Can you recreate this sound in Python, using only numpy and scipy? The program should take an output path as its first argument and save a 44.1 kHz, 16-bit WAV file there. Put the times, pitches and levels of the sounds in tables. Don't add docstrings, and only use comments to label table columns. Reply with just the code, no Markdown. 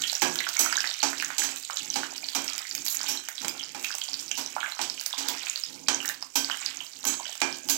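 import sys
import numpy as np
from scipy import signal
from scipy.fft import rfft, irfft, next_fast_len
from scipy.io import wavfile
from scipy.ndimage import uniform_filter1d, map_coordinates

SR = 44100
rng = np.random.default_rng(int(sys.argv[2]) if len(sys.argv) > 2 else 0)


def int16_out(signal):
    q = np.round(np.clip(np.atleast_2d(signal).T, -1, 1) * 32767)
    wavfile.write(sys.argv[1], SR, q.astype(np.int16))


N = 342657


def amp(db):
    return 10 ** (np.asarray(db) / 20)


def unit(x):
    return x / np.sqrt(np.mean(x ** 2) + 1e-20)


def along(points, hz):
    freqs, values = np.transpose(points)
    return np.interp(np.log(hz + 1), np.log(freqs + 1), values)


def wobble(rate):
    return map_coordinates(rng.standard_normal(int(N * rate / SR) + 4), [np.arange(N) * rate / SR])


def swell(start, hold, rise, fall):
    t = np.arange(N) / SR - start
    return np.exp(np.minimum(t, 0) / rise - np.maximum(t - hold, 0) / fall)


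def filtered(x, response):
    size = next_fast_len(len(x) + 8192)
    return irfft(rfft(x, size) * response(np.fft.rfftfreq(size, 1 / SR)), size)[:len(x)]


def coloured(x, spectrum):
    return unit(filtered(x, lambda hz: amp(along(spectrum, hz))))


def dying_noise(spectrum, t60s):
    hz, t, spectrogram = signal.stft(rng.standard_normal(SR // 2), SR, nperseg=256)
    gain = amp(along(spectrum, hz)[:, None] - 60 * t / along(t60s, hz)[:, None])
    tail = signal.istft(spectrogram * gain, SR, nperseg=256)[1][:SR // 2]
    return tail / np.linalg.norm(tail)


def add(track, time, sound):
    start = int(np.clip(round(time * SR), 0, N))
    track[start:start + len(sound)] += sound[:N - start]


def electronic_hiss():
    spectrum = [(20, -3), (90, 6), (1000, -1), (5500, -4), (9000, -12), (13000, -4), (15500, -6)]
    return amp(-82) * coloured(rng.standard_normal(N), spectrum)


# (frequency [Hz], relative level [dB])
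AIR_SPECTRUM = [(25, 1), (80, 6), (170, 3), (600, 9.5), (2000, -9), (8000, 12), (15800, -20)]
def kitchen_air():
    return amp(-62) * coloured(rng.standard_normal(N), AIR_SPECTRUM)


# (delay [s], gain [dB])
REFLECTIONS = [(.0013, -8.5), (0.0129, -17), (0.0168, -19)]
# (frequency [Hz], relative level [dB])
TAIL_SPECTRUM = [(200, -2.5), (1500, 1.5), (3000, 4), (6000, -6.5), (14000, 5)]
# (frequency [Hz], T60 [s])
TAIL_T60 = [(200, 0.13), (1500, 0.29), (6000, 0.25), (14000, 0.19)]
def reverberation(x):
    out, step = np.zeros(N), SR // 4
    for delay, db in REFLECTIONS:
        add(out, delay, amp(db) * x)
    for start in range(0, N, step):
        tail = signal.fftconvolve(x[start:start + step], dying_noise(TAIL_SPECTRUM, TAIL_T60))
        add(out, start / SR + 0.002, tail)
    return out


# (frequency [Hz], relative level [dB], T60 [s])
METAL_MODES = [(171, -19, .5), (240, -6.5, .4), (275, 3.5, .47), (351, -1, .46), (470, -5, .15),
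               (726, -7, .34), (828, 4, .18), (850, 7, .083), (966, -2, .28), (1545, -2, .43),
               (1658, -7, .63), (2330, -7, .42), (2400, -4.5, .36), (2600, -7, .3), (3167, -5, .47),
               (4105, -3, .34), (4950, -4, .25), (5510, -2, .35), (5935, 5, .34), (5985, -1, .37),
               (6402, 1, .42), (7040, -6, .43), (7110, 1, .32), (7690, -6.5, .53), (7811, -2, .42),
               (11238, -11, .3), (11717, -14, .25), (12400, -17, .22), (13000, -15, .25), (14646, -11, .23)]
def free_vibration(db, t, blur_hz=3, blur_share=0.0019, load_share=0.00177):
    hz, _, t60 = np.transpose(METAL_MODES)[:, :, None]
    hz = hz * (1 + load_share * rng.standard_normal(hz.shape))
    linewidth = np.abs(blur_hz + blur_share * hz)
    phase_steps = rng.standard_normal((len(hz), len(t))) * np.sqrt(2 * np.pi * linewidth / SR)
    drift = uniform_filter1d(np.cumsum(phase_steps, axis=1), size=160, axis=1)
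    phase = 2 * np.pi * (hz * t + rng.random(hz.shape)) + drift
    ring = np.sum(amp(db - 60 * t / t60) * np.sin(phase), axis=0)
    return ring / np.linalg.norm(ring)


def forced_vibration(width_hz, roll_hz):
    def response(f):
        damping = 1j * f * width_hz
        resonances = sum((-1) ** k * amp(db) * damping / (hz * hz - f * f + damping)
                         for k, (hz, db, _) in enumerate(METAL_MODES))
        return resonances / (1 + (f / roll_hz) ** 2)
    return unit(filtered(rng.standard_normal(N), response))


# (time [s], hold [s], relative level [dB])
BLADE_SLIDES = [(0.0, 0.0071, -50.5), (0.684, 0.17, -60.5), (1.206, 0.086, -54), (1.814, 0.16, -54),
                (2.15, 0.13, -59), (2.738, .11, -53.5), (2.98, 0.16, -56.5), (3.425, 0.1, -49.5),
                (3.583, 0.27, -60.5), (4.112, 0.23, -57), (4.53, .12, -59.5), (4.88, 0.08, -59.5),
                (5.694, .17, -52.5), (6.073, 0.17, -60.5), (6.647, 0.18, -60), (6.966, 0.21, -60),
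                (7.483, 0.023, -62), (7.665, 0.13, -51.5)]
def pan_hum(grip_s=0.016, release_s=0.054):
    spectrum = [(30, -21), (70, -7), (160, 9), (300, 2), (700, -1), (1500, -30), (5000, -52)]
    rumble = coloured(rng.standard_normal(N), spectrum)
    pressure = sum(amp(db) * swell(time, hold, grip_s, release_s) for time, hold, db in BLADE_SLIDES)
    return pressure * (amp(-2) * forced_vibration(width_hz=27, roll_hz=545) + amp(-8) * rumble)


# (frequency [Hz], relative level [dB])
RASP_SPECTRUM = [(150, -32), (350, 1), (550, -12), (880, 8.5), (1500, 7), (3500, 4), (7300, 8), (9500, -10),
                 (15800, -13)]
# (frequency [Hz], relative level [dB])
SQUEAL_SPECTRUM = [(2000, -36), (5000, -7), (7000, 5.5), (9500, -14), (12800, 6.5), (14300, -13),
                   (15800, -2)]
# (time [s], duration [s], rasp [dB], squeal [dB], hollow pan tone [dB])
EDGE_STROKES = [(2.847, 0.12, -47.5, -29, -69), (3.055, 0.13, -47, -46, -52.5),
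                (3.408, 0.054, -42.5, -49, -51.5), (5.168, 0.21, -43, -65, -46),
                (6.024, 0.13, -46, -46, -55.5), (6.89, 0.044, -75, -65, -85),
                (7.083, 0.08, -38.5, -60, -57)]
def scrapes():
    out, t = np.zeros(N), np.arange(N) / SR
    rasp = coloured(rng.standard_normal(N), RASP_SPECTRUM)
    squeal = coloured(rng.standard_normal(N), SQUEAL_SPECTRUM)
    hollow = forced_vibration(width_hz=12, roll_hz=1400)
    grip = unit(amp(4 * wobble(rate=220)))
    for time, duration, rasp_db, squeal_db, hollow_db in EDGE_STROKES:
        progress = np.clip((t - time) / duration, 0, 1)
        stroke = np.sqrt(np.abs(np.sin(np.pi * progress)))
        friction = grip * (amp(rasp_db) * rasp + amp(squeal_db) * squeal)
        out += stroke * (friction + amp(hollow_db) * hollow)
    return out


# (frequency [Hz], relative level [dB])
CLATTER_SPECTRUM = [(80, -71), (200, 3), (500, -5), (850, 5.5), (1900, -1.5), (2500, 1.5), (3500, -1),
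                    (5200, 3.5), (7700, -0.5), (8500, -5), (9800, -12), (11500, -3), (15800, -7)]
# (frequency [Hz], T60 [s])
CLATTER_DECAY = [(200, 0.62), (1000, 0.39), (6000, 0.32), (14000, 0.2)]
# (lower edge [Hz], upper edge [Hz])
KNOCK_BANDS = [(100, 550), (550, 2800), (2800, 9000), (9000, 17000)]
# (time [s], pan [dB], blade [dB], hardness [dB], favoured frequency [Hz],
# tone over clatter [dB], crack over clatter [dB])
IMPACTS = [(0.2191, -34.5, -26.5, 1, 1330, -0.5, -3), (0.591, -43.5, -23, 8, 6040, 6, -21),
           (0.607, -67, -31.5, 8, 7700, 17, -12), (1.029, -38.5, -27, -6, 5870, 0, -7),
           (1.382, -52.5, -28, 2, 7200, 7, 0), (1.395, -56, -34.5, 3, 7200, 1, 3),
           (1.433, -48, -31, 2.5, 6430, -2, -22), (1.958, -42, -31.5, -2, 880, -3, -2),
           (2.349, -42, -29.5, 1, 5500, -2, -6), (3.084, -50, -30.5, 5, 5740, 4, -14),
           (3.1, -58, -35.5, -1, 6230, -1, -2), (3.446, -48, -42, -5, 910, -9, 6.5),
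           (3.747, -50, -43.5, -2, 860, -2.5, -0.5), (4.375, -47, -34, 3.5, 6040, -4.5, -23),
           (4.791, -47.5, -41, -19, 910, -3, 1.5), (4.815, -57.5, -32, -1, 7600, -9, -0.5),
           (5.179, -52, -33, -1, 4100, -4.5, -22), (5.287, -50.5, -39.5, -2, 920, -3.5, -20),
           (5.884, -40, -25, -7.5, 3180, -4.5, 2.5), (6.3551, -40.5, -25.5, 5.5, 5350, 1, -16),
           (7.051, -44.5, -34.5, 9.5, 6400, 0, 2.5), (7.068, -48, -27.5, 6, 7050, 9, -20),
           (7.4163, -37.5, -29.5, -8, 2460, -1, 3), (7.687, -48.5, -33, 3, 6450, -4.5, -3),
           (7.697, -47, -26.5, 9.5, 6850, 2.5, -3.5)]
def knocks(scatter_db=3, favour_db=7, favour_width=0.093, clang_db=7, shimmer_db=-12, clang_loss=0.27):
    out, t = np.zeros(N), np.arange(SR // 2) / SR
    hz, db, _ = np.transpose(METAL_MODES)[:, :, None]
    rise_s = [0.013, 0.0015, 0.00052, 0.00054]
    for time, pan_db, blade_db, hard_db, spot_hz, tone_db, crack_db in IMPACTS:
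        favoured = favour_db * np.exp(-(np.log(hz / spot_hz) / favour_width) ** 2)
        ring = free_vibration(db + favoured + scatter_db * rng.standard_normal(hz.shape), t)
        crack = coloured(rng.standard_normal(len(t)) * np.exp(-t / 0.0018), CLATTER_SPECTRUM)
        clatter = dying_noise(CLATTER_SPECTRUM, CLATTER_DECAY)
        blow = clatter + amp(tone_db) * ring + amp(crack_db) * crack / np.linalg.norm(crack)
        levels = [pan_db, pan_db + clang_db - clang_loss * hard_db,
                  blade_db, blade_db + shimmer_db + hard_db]
        for band, level, rise in zip(KNOCK_BANDS, levels, rise_s):
            bandpass = signal.butter(3, band, "band", fs=SR, output="sos")
            part = signal.sosfilt(bandpass, blow) * (1 - np.exp(-t / rise))
            add(out, time, amp(level) * part / np.std(part[:SR // 25]))
    return out


def bubbles(times, db, hz, lengths, rise=0.015):
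    t = np.arange(SR // 160) / SR
    age = 2 * t / np.maximum(lengths, 1e-4)[:, None]
    pitch = hz[:, None] * (1 + rise * (np.minimum(age, 4) - 1.5))
    envelope = amp(db)[:, None] * age * np.exp(1 - age)
    ring = envelope * np.sin(2 * np.pi * np.cumsum(pitch, axis=1) / SR)
    samples = (np.abs(times) * SR).astype(int)[:, None] + np.arange(len(t))
    return np.bincount(samples.ravel(), ring.ravel(), N)[:N]


def swarm(count, hz, octaves, cycles, spread_db, ceiling_hz=7600):
    when, size_rank, pitch_rank = rng.random((count, 3)).T
    pitch = hz * 2 ** (octaves * np.log((pitch_rank + 1e-4) / (1.0001 - pitch_rank)) / 2)
    pitch = np.maximum(pitch / (1 + (pitch / ceiling_hz) ** 4) ** (1 / 4), 500)
    size_db = spread_db * np.minimum(-np.log(1 - size_rank), 3.5)
    return bubbles(when * N / SR, size_db, pitch, cycles / pitch)


# (time [s], level [dB])
SIMMER_LEVELS = [(0.0, -34), (0.45, -39), (0.95, -37.5), (1.7, -41), (2.7, -42.5), (2.95, -39),
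                 (3.3, -46.5), (3.55, -43.5), (3.74, -49.5), (4.1, -38.5), (4.55, -43.5), (5.55, -41.5),
                 (5.78, -47), (6.33, -52), (6.65, -47), (6.95, -44.5), (7.3, -42.5), (7.77, -44.5)]
# (time [s], hold [s], big bubbles [dB], fizz [dB])
PUSHES = [(0.01, 0.016, -35.5, -37.5), (0.393, 0.024, -38.5, -57), (0.534, 0.29, -35, -41.5),
          (1.344, 0.05, -38.5, -45), (1.76, 0.026, -41, -38), (2.07, .04, -42.5, -50),
          (2.483, 0.054, -38.5, -41), (2.988, .07, -39.5, -38.5), (3.42, 0.18, -47, -43.5),
          (3.87, 0.034, -39.5, -37), (4.639, 0.032, -34.5, -45), (5.125, 0.35, -43, -43.5),
          (6.01, 0.017, -41.5, -47), (6.48, 0.17, -38.5, -39.5), (7.21, 0.049, -43.5, -53)]
def boiling_gains(resting_boil_db=-12, flare_s=0.054, settle_s=0.12):
    times, levels = np.transpose(SIMMER_LEVELS)
    simmer = amp(np.interp(np.arange(N) / SR, times, levels))
    boil_power, fizz_power = (amp(resting_boil_db) * simmer) ** 2, simmer ** 2
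    for time, hold, boil_db, fizz_db in PUSHES:
        flare = swell(time, hold, flare_s, settle_s)
        boil_power += (amp(boil_db) * flare) ** 2
        fizz_power += (amp(fizz_db) * flare) ** 2
    return np.sqrt(boil_power), np.sqrt(fizz_power)


# (frequency [Hz], relative gain [dB])
BOIL_COLOUR = [(200, -15), (550, 9.5), (900, 4.5), (1700, 4), (2700, 10), (4500, 18.5), (9000, -27)]
# (frequency [Hz], relative gain [dB])
FIZZ_COLOUR = [(300, 4), (1000, -21), (2500, -2.5), (4500, -8.5), (7300, 5.5), (8500, 0.5), (9800, -15.5),
               (12000, -5.5), (15800, -13)]
def frying():
    boil_gain, fizz_gain = boiling_gains()
    boil = coloured(swarm(count=3500, hz=1723, octaves=0.55, cycles=1.27, spread_db=6), BOIL_COLOUR)
    fizz = coloured(swarm(count=4500, hz=5500, octaves=0.572, cycles=3.8, spread_db=5), FIZZ_COLOUR)
    mist = coloured(rng.standard_normal(N) * amp(8.3 * wobble(rate=400)), FIZZ_COLOUR)
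    patter = unit(swarm(count=380, hz=5700, octaves=0.39, cycles=2.14, spread_db=2.5))
    sizzle = amp(-7) * fizz + amp(-7.5) * mist + amp(-6) * patter
    return boil_gain * amp(-7.5) * boil + fizz_gain * sizzle


# (frequency [Hz], gain [dB])
CRACK_COLOUR = [(200, -26), (550, -3), (900, -6.5), (7000, 6.5), (10000, -5.5), (15800, -4.5)]
# (time [s], relative level [dB])
DROPS = [(0.131, -12.5), (.357, -11), (.49, -11.5), (.661, -11), (1.184, -21), (1.224, -14), (1.573, -17),
         (2.58, -11.5), (2.751, -8), (2.864, -12), (3.287, -14), (3.45, -17), (3.847, -11.5), (4.716, -24),
         (5.012, -15), (5.0625, -7), (5.286, -5), (6.0575, -12), (6.09, -8), (6.587, -27), (7.354, -19),
         (7.404, -20)]
def spits(spray_db=-14):
    out, t = np.zeros(N), np.arange(SR // 200) / SR
    spike = t == 0
    for time, db in DROPS:
        spray = amp(spray_db) * rng.standard_normal(len(t)) * np.exp(-t / 0.0013)
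        add(out, time, amp(db + 2) * (spike + spray))
    return filtered(out, lambda f: amp(along(CRACK_COLOUR, f)))


# (frequency [Hz], gain [dB])
TICK_COLOUR = [(200, -20), (550, -2), (850, 6), (3000, 4), (7300, 4), (9500, -7), (15800, -3)]
# (time [s], relative level [dB], frequency [Hz], nominal length [s])
LOUD_BUBBLES = [(0.038, -16.5, 3130, 0.001), (.098, -14, 4270, 0.00065), (0.129, -24, 6200, .0005),
                (.152, -16, 5700, 0.0015), (0.389, -13.5, 4180, 0.00047), (.405, -18, 2000, 0.0012),
                (0.468, -20, 1470, 0.00093), (.566, -26.5, 2220, .003), (0.569, -14.5, 6460, .0005),
                (.661, -21, 6200, .0005), (.662, -19, 1360, 0.0014), (.726, -17.5, 1530, 0.00097),
                (0.727, -17, 4950, .0009), (0.756, -22.5, 3780, .0015), (.769, -12.5, 6290, .0005),
                (.777, -20.5, 1610, 0.0026), (0.805, -12, 5400, 0.00052), (0.843, -17.5, 1800, 0.00087),
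                (0.874, -16.5, 4200, .0005), (.892, -19, 4470, 0.0005), (1.004, -21.5, 4220, .0016),
                (1.037, -14, 4780, 0.00087), (1.131, -20.5, 1690, 0.00057), (1.225, -16.5, 1700, 0.00075),
                (1.247, -14.5, 6400, .0005), (1.304, -19.5, 1450, 0.00055), (1.419, -22, 1790, 0.0013),
                (1.699, -22, 1180, 0.00095), (1.772, -18.5, 6650, .0005), (1.902, -16, 6030, 0.00091),
                (1.941, -18, 4930, .0005), (2.033, -19.5, 1500, 0.00069), (2.18, -21, 5100, .0004),
                (2.242, -24, 4400, 0.0013), (2.287, -16, 4470, .0005), (2.48, -18, 5540, 0.00045),
                (2.59, -23, 5070, .0009), (2.652, -30, 2020, 0.0011), (2.712, -18, 4900, .0005),
                (2.779, -22.5, 5000, .0008), (2.882, -15.5, 4300, 0.00064), (2.97, -14, 6660, 0.00045),
                (3.014, -17, 5200, 0.00034), (3.173, -25, 4040, 0.0018), (3.287, -23.5, 1910, 0.00039),
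                (3.381, -20, 3760, 0.00045), (3.494, -23, 5020, 0.0019), (3.596, -28.5, 3200, 0.0019),
                (3.637, -22.5, 5210, 0.0009), (3.845, -19.5, 2520, 0.001), (3.905, -26, 1540, 0.0012),
                (4.017, -23, 3170, 0.0015), (4.133, -18.5, 5400, .0005), (4.141, -17, 4600, .0007),
                (4.314, -19, 2960, 0.00088), (4.315, -14.5, 6240, 0.00054), (4.412, -24.5, 5440, .0009),
                (4.462, -19, 5830, 0.00067), (4.565, -17.5, 920, 0.0012), (4.58, -31, 1380, 0.0043),
                (4.63, -20.5, 1510, 0.0015), (4.643, -28.5, 1620, 0.0051), (4.721, -24.5, 4100, 0.0014),
                (4.899, -15.5, 5130, 0.00063), (4.997, -23, 4580, 0.00069), (5.129, -20, 3560, 0.0011),
                (5.137, -27.5, 1000, 0.0013), (5.285, -17, 5470, .0005), (5.469, -24, 2520, 0.0012),
                (5.498, -13.5, 6790, 0.0006), (5.559, -16.5, 4380, 0.0005), (5.637, -16.5, 5140, 0.0011),
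                (5.93, -20, 5900, .0005), (5.946, -13, 6300, .0009), (6.003, -24, 2860, 0.0017),
                (6.049, -24.5, 1750, .0011), (6.079, -16, 6190, 0.00055), (6.097, -24, 1720, 0.0017),
                (6.225, -31, 1020, 0.0011), (6.226, -19.5, 5060, .0008), (6.446, -13.5, 4830, 0.00043),
                (6.499, -18, 1470, 0.00052), (6.513, -20, 3040, 0.0015), (6.662, -12.5, 4800, 0.00044),
                (6.771, -22, 6400, .0005), (6.805, -25, 3000, .0012), (7.041, -28, 1060, 0.00058),
                (7.042, -22, 6500, .0004), (7.087, -16, 6800, .0005), (7.197, -31.5, 990, 0.0035),
                (7.255, -26.5, 3120, 0.0011), (7.527, -21, 5050, .0005)]
def pops(tick_db=-19, shortest_s=0.00055):
    times, db, hz, lengths = np.transpose(LOUD_BUBBLES)
    ticks, t = np.zeros(N), np.arange(SR // 200) / SR
    for time, level in zip(times, db):
        add(ticks, time, amp(level + tick_db) * np.exp(-t / 0.001) * rng.standard_normal(len(t)))
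    notes = bubbles(times, db, hz, np.maximum(lengths, shortest_s))
    return notes + filtered(ticks, lambda f: amp(along(TICK_COLOUR, f)))


def scene(oil_cut_hz=560):
    highpass = signal.butter(3, oil_cut_hz, "high", fs=SR, output="sos")
    oil = signal.sosfilt(highpass, frying() + pops() + spits())
    spatula = knocks() + scrapes()
    air = kitchen_air()
    hum = pan_hum()
    room = reverberation(amp(-1.5) * oil + amp(-14.5) * spatula)
    return np.array([electronic_hiss(), amp(5.5) * (oil + spatula + hum + room + air)])


def record(dry, ceiling=0.8, top_hz=15900):
    rounded = dry / (1 + np.abs(dry / ceiling) ** 6) ** (1 / 6)
    return np.array([filtered(channel, lambda hz: hz < top_hz) for channel in rounded])


dry = scene()
out = record(dry)
int16_out(out)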